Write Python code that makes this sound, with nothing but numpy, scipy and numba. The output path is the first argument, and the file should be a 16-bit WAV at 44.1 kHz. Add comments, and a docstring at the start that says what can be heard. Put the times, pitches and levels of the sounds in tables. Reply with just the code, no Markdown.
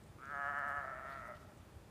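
"""An open meadow, where a sheep gives one long, low bleat.
Sharp pulses from its vocal folds ring three resonances in its throat. The voice is clear and
quavering at first, then breaks into a weaker, hoarse rattle, and the tree line sends back a faint tail.
Light wind rumbles on the microphone, the grass rustles and a far bird chirps."""
import sys
import numpy as np
from scipy import signal
from scipy.io import wavfile
from scipy.ndimage import uniform_filter1d
from numba import njit

SR = 44100
rng = np.random.default_rng(int(sys.argv[2]) if len(sys.argv) > 2 else 0)


def bounce(signal):
    """Save signal as a 16-bit WAV file at the path given by the first command-line argument."""
    frames = np.transpose(np.atleast_2d(signal))
    limited = np.clip(frames, -1, 1)
    pcm = np.round(limited * 32767).astype(np.int16)
    wavfile.write(sys.argv[1], SR, pcm)


N = 83790


def from_db(db):
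    """Turn decibels into a number to multiply by."""
    return 10 ** (np.asarray(db) / 20)


def rms_one(x):
    """Scale a signal to an average power of one."""
    return x / np.sqrt(np.mean(x ** 2) + 1e-20)


def seconds():
    """The time of every sample."""
    return np.arange(N) / SR


def in_time(rows):
    """Join a table's rows by straight lines: one curve for each column after the time."""
    times, *columns = np.transpose(rows)
    return [np.interp(seconds(), times, column) for column in columns]


def drift(rate):
    """A random wander of size about one, with a new value `rate` times a second."""
    return rms_one(np.interp(seconds() * rate, np.arange(4000), rng.standard_normal(4000)))


def butter(x, hz, kind, order=2):
    """Keep the lows, the highs or a band; a higher order cuts more steeply."""
    return signal.sosfilt(signal.butter(order, np.clip(hz, 10, .45 * SR), kind, fs=SR, output="sos"), x)


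@njit
def glide_filter(x, angle, r):
    """A ringing filter: `angle` sets its pitch, and `r` nearer to one makes it ring longer."""
    y = np.zeros(len(x))
    for i in range(2, len(x)):
        push = (1 - r[i] ** 2) / 2 * (x[i] - x[i - 2])
        y[i] = push + 2 * r[i] * np.cos(angle[i]) * y[i - 1] - r[i] ** 2 * y[i - 2]
    return y


def resonate(x, hz, width_hz):
    """Make a signal ring at a steady or moving frequency; a narrower width rings longer."""
    angle = 2 * np.pi * hz / SR * np.ones(N)
    r = np.exp(-np.pi * np.abs(width_hz) / SR) * np.ones(N)
    return glide_filter(x + 1e-18, angle, r)


# the breeze's tone, from deep rumble to high hiss (frequency [Hz], relative level per Hz [dB])
BREEZE_TONE = [(20, -58), (40, -7.5), (68, 1), (100, -1), (160, -2.5), (250, -8.5), (400, -11), (700, -14),
               (1300, -19), (2200, -25), (4000, -30.5), (6000, -33), (8300, -33), (10000, -37),
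               (15000, -40)]


def breeze(level_db=-58.5, flutter_db=0.7):
    """Wind rumbles and leaves hiss: twenty bands of noise, each fluttering gently."""
    edges = 20 * 2 ** (np.arange(21) / 2)
    noise = rng.standard_normal((2, 2 * N))
    hz, db = np.transpose(BREEZE_TONE)
    out = np.zeros(N)
    for k, (low, high) in enumerate(zip(edges, edges[1:])):
        band = butter(noise[k % 2], [low, high], "band")[N:]
        band_db = np.interp(np.log(low * high) / 2, np.log(hz), db)
        out += band * from_db(band_db + flutter_db * drift(20))
    return from_db(level_db) * rms_one(out)


# the tones of a far-off hum (pitch [Hz], level [dB])
HUM_TONES = [(196, -81), (331, -75.5), (395, -76)]


def far_hum():
    """Faint, steady tones whose pitch wanders a little."""
    return sum(from_db(db) * np.sqrt(2) * np.sin(2 * np.pi * np.cumsum(hz + 3 * drift(15)) / SR)
               for hz, db in HUM_TONES)


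# the calls of a far bird (time [s], peak level [dB], pitch [Hz])
BIRD_CHIRPS = [(.035, -75, 7500), (.075, -75, 8400), (.355, -76, 6400)]


def bird(half_length_s=0.0092, warble_hz=160):
    """A far bird gives short, very high, warbling whistles."""
    out = np.zeros(N)
    for time, db, hz in BIRD_CHIRPS:
        swell = np.exp(-((seconds() - time) / half_length_s) ** 2)
        pitch = hz + warble_hz * drift(160)
        out += from_db(db) * swell * np.sin(2 * np.pi * np.cumsum(pitch) / SR)
    return out


# stirs in the grass (time [s], level [dB], half length [s], band centre [Hz], top edge / centre [ratio])
GRASS_RUSTLES = [(0.038, -66, 0.0018, 7100, 0.9), (.256, -62.5, 0.0018, 6100, 1.05),
                 (0.253, -80, .03, 8000, 0.93), (0.59, -67, 0.0036, 13000, 2.2),
                 (.692, -70.5, 0.024, 7000, 1.9), (1.134, -70, 0.069, 3560, 1),
                 (1.144, -73, 0.0024, 4358, 1.13), (1.11, -75, 0.032, 12000, 1.3),
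                 (1.274, -72, 0.016, 9070, 1.5), (1.359, -70, 0.014, 3000, 0.8),
                 (1.42, -74.5, 0.023, 5467, 1.7), (1.58, -75, 0.0094, 7610, 1),
                 (1.663, -68.5, .002, 6000, 1.9)]


def grass(grain_db=4):
    """The grass rustles in short swells of bright, grainy noise."""
    out = np.zeros(N)
    for time, db, half_length, hz, spread in GRASS_RUSTLES:
        grains = rng.standard_normal(N) * from_db(grain_db * drift(600))
        spread = max(spread, 1.15)
        rustle = rms_one(butter(grains, [hz / spread, hz * spread], "band", order=1))
        swell = np.exp(-((seconds() - time) / half_length) ** 2)
        out += from_db(db) * swell * rustle
    return out


# puffs of wind on the microphone (time [s], peak level [dB])
WIND_PUFFS = [(.108, -49), (0.788, -54), (1.219, -51), (1.36, -49), (1.602, -51.5), (1.77, -47)]


def wind_bumps(pitch_hz=84.6, half_length_s=0.0099):
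    """Each puff of wind bumps the microphone, making a brief, low thud."""
    out = np.zeros(N)
    for time, db in WIND_PUFFS:
        t = seconds() - time
        swell = np.exp(-(t / half_length_s) ** 2)
        out += from_db(db) * swell * np.sin(2 * np.pi * (pitch_hz * t + rng.random()))
    return out


BLEAT_START_S, BLEAT_END_S = .185, 1.365
# how fast the sheep's vocal folds pulse (time [s], pitch [Hz])
FOLD_PITCH = [(0.185, 121.7), (0.249, 137.5), (0.271, 135.9), (0.317, 146.8), (0.355, 139.1),
              (0.401, 142.6), (0.437, 139.1), (0.495, 145.3), (0.531, 139.1), (0.589, 146.5),
              (0.625, 135.8), (0.671, 146.9), (0.707, 137.8), (0.751, 144.1), (0.797, 142.3),
              (0.851, 128.5), (0.891, 136.1), (0.903, 134.1), (0.945, 123.7), (0.985, 133.2),
              (1.015, 129.8), (1.049, 136.2), (1.105, 137), (1.173, 134.2), (1.219, 123.5), (1.245, 113.9),
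              (1.297, 121.8), (1.35, 115.5)]
# how rough the voice is (time [s], hoarseness [0-1])
HOARSENESS = [(.19, 0.2), (.32, 0.15), (.57, .1), (.62, .17), (.69, 0.25), (.78, 0.11), (.83, 0.46),
              (1.0, 0.53), (1.1, 0.28), (1.24, .52), (1.34, 0.63)]


def vocal_folds(timing_spread=.025, strength_spread_db=2, rasp=.75, puff_cycles=.9):
    """The folds click once a cycle; hoarseness makes the clicks uneven and adds a puff of air to each."""
    pitch, = in_time(FOLD_PITCH)
    hoarse, = in_time(HOARSENESS)
    cycles = np.cumsum(pitch * (seconds() > BLEAT_START_S)) / SR
    starts = np.flatnonzero(np.diff(np.ceil(cycles)) > 0)
    puffs = rng.standard_normal(N) * np.exp(-(cycles % 1) / puff_cycles)
    timing, strength = hoarse[starts] * rng.standard_normal((400, 2))[:len(starts)].T
    shifted = starts + timing_spread * timing * SR / pitch[starts]
    clicks = np.zeros(N)
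    clicks[np.clip(shifted, 0, N - 1).astype(int)] = from_db(strength_spread_db * strength)
    return rms_one(clicks) + rasp * hoarse * rms_one(puffs)


# how hard the sheep calls (time [s], effort [dB])
VOICE_EFFORT = [(0.18, -67), (0.186, -63.5), (0.236, -51.5), (0.258, -53.5), (0.322, -45), (0.5, -39.5),
                (0.518, -44), (0.584, -39), (0.61, -42), (0.72, -42), (0.746, -45), (0.778, -40.5),
                (0.836, -50), (0.848, -43.5), (0.868, -51), (0.878, -47.5), (0.948, -49), (0.954, -53),
                (0.998, -47), (1.004, -53), (1.074, -48.5), (1.332, -53.5), (1.37, -57)]
# the three resonances, or rings, of the throat and mouth (time [s], first [Hz], second [Hz], third [Hz])
THROAT_RINGS = [(.185, 620, 1175, 1380), (0.238, 600, 1317, 1600), (.36, 658, 1302, 1693),
                (.58, 647, 1318, 1743), (.79, 632, 1307, 1730), (.96, 624, 1317, 1800),
                (1.11, 630.8, 1320, 1850), (1.32, 606, 1305, 1935)]
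# ring widths: the lower two narrow as the voice weakens (time [s], first [Hz], second [Hz], third [Hz])
RING_WIDTHS = [(.25, 99, 71, 166), (.4, 111, 115, 95), (.78, 106.5, 107, 99), (.9, 51, 59.98, 118),
               (1.32, 31, 53, 104)]
# how strong the other rings are next to the second (time [s], first [dB], third [dB])
RING_LEVELS = [(.19, -22, -10.5), (.28, -21, -5.5), (.34, -5.5, -2.5), (.58, -7, -1), (.79, -6, -2.5),
               (.95, -4, -7.5), (1.12, -6.5, -10), (1.24, -4.5, -8), (1.31, 1.5, -7.5)]
# weak, steady rings of the nose and mouth
# (frequency [Hz], width [Hz], relative level at full effort [dB], change with effort [dB per dB])
NOSE_RINGS = [(2220, 280, -23, -.25), (2920, 220, -21, .9)]


def bleat(full_effort_db=-40, gain_db=0.6, buzz_db=-40.5, fade_s=0.042):
    """The pulses ring the throat and nose; effort sets the loudness and brings out the highest ring."""
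    pulses = vocal_folds()
    first, second, third = [resonate(pulses, hz, width)
                            for hz, width in zip(in_time(THROAT_RINGS), in_time(RING_WIDTHS))]
    first_db, third_db = in_time(RING_LEVELS)
    upper_rings = from_db(third_db) * third - second
    effort_db, = in_time(VOICE_EFFORT)
    push_db = np.clip(effort_db - full_effort_db, -12, 3)
    nose = sum(sign * from_db(db + change * push_db) * resonate(pulses, hz, width)
               for sign, (hz, width, db, change) in zip((-1, 1), NOSE_RINGS))
    voice = from_db(first_db) * first + upper_rings + nose
    voice = butter(voice, hz=2340, kind="low", order=4)
    voice = butter(voice, hz=524, kind="high", order=7)
    # even out the voice, so that its loudness follows the effort
    power = uniform_filter1d(uniform_filter1d(upper_rings ** 2, size=900), size=600)
    voice /= np.sqrt(np.abs(power) + 1e-9)
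    # a faint, high buzz in step with the pulses
    buzz = butter(np.abs(upper_rings) * rng.standard_normal(N), hz=[3580, 9000], kind="band")
    fade = np.clip((BLEAT_END_S - seconds()) / fade_s, 0, 1) * (seconds() > BLEAT_START_S)
    return (voice + from_db(buzz_db) * rms_one(buzz)) * fade * from_db(effort_db + gain_db)


# echoes from the flock and the trees (delay [s], level next to the voice [dB])
MEADOW_ECHOES = [(.047, -12.5), (.11, -14.5), (.2, -19.5)]


def meadow_echoes(voice, tail_db=-7, tail_delay_s=0.036, fade_60_db_s=1.36):
    """The bleat bounces back as a few dull echoes and a faint tail scattered by the tree line."""
    t = seconds()
    scatter = rng.standard_normal(N) * from_db(-60 * t / fade_60_db_s) * (t > tail_delay_s)
    scatter /= np.sqrt(np.sum(scatter ** 2))
    tail = from_db(tail_db) * signal.fftconvolve(voice, scatter)[:N]
    echoes = sum(from_db(db) * np.interp(t - delay, t, voice, left=0) for delay, db in MEADOW_ECHOES)
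    return butter(tail, hz=580, kind="low", order=1) + butter(echoes, hz=3100, kind="low")


def scene():
    """The sheep and its echoes over the quiet sounds of the meadow, in one channel."""
    voice = bleat()
    sheep = voice + meadow_echoes(voice)
    background = breeze() + far_hum() + bird() + grass() + wind_bumps()
    return (sheep + background)[None]


def record(dry):
    """Cut away the very highest treble steeply."""
    cutoff_hz = 15250
    return signal.sosfilt(signal.ellip(12, .1, 70, cutoff_hz, fs=SR, output="sos"), dry)


dry = scene()
out = record(dry)
bounce(out)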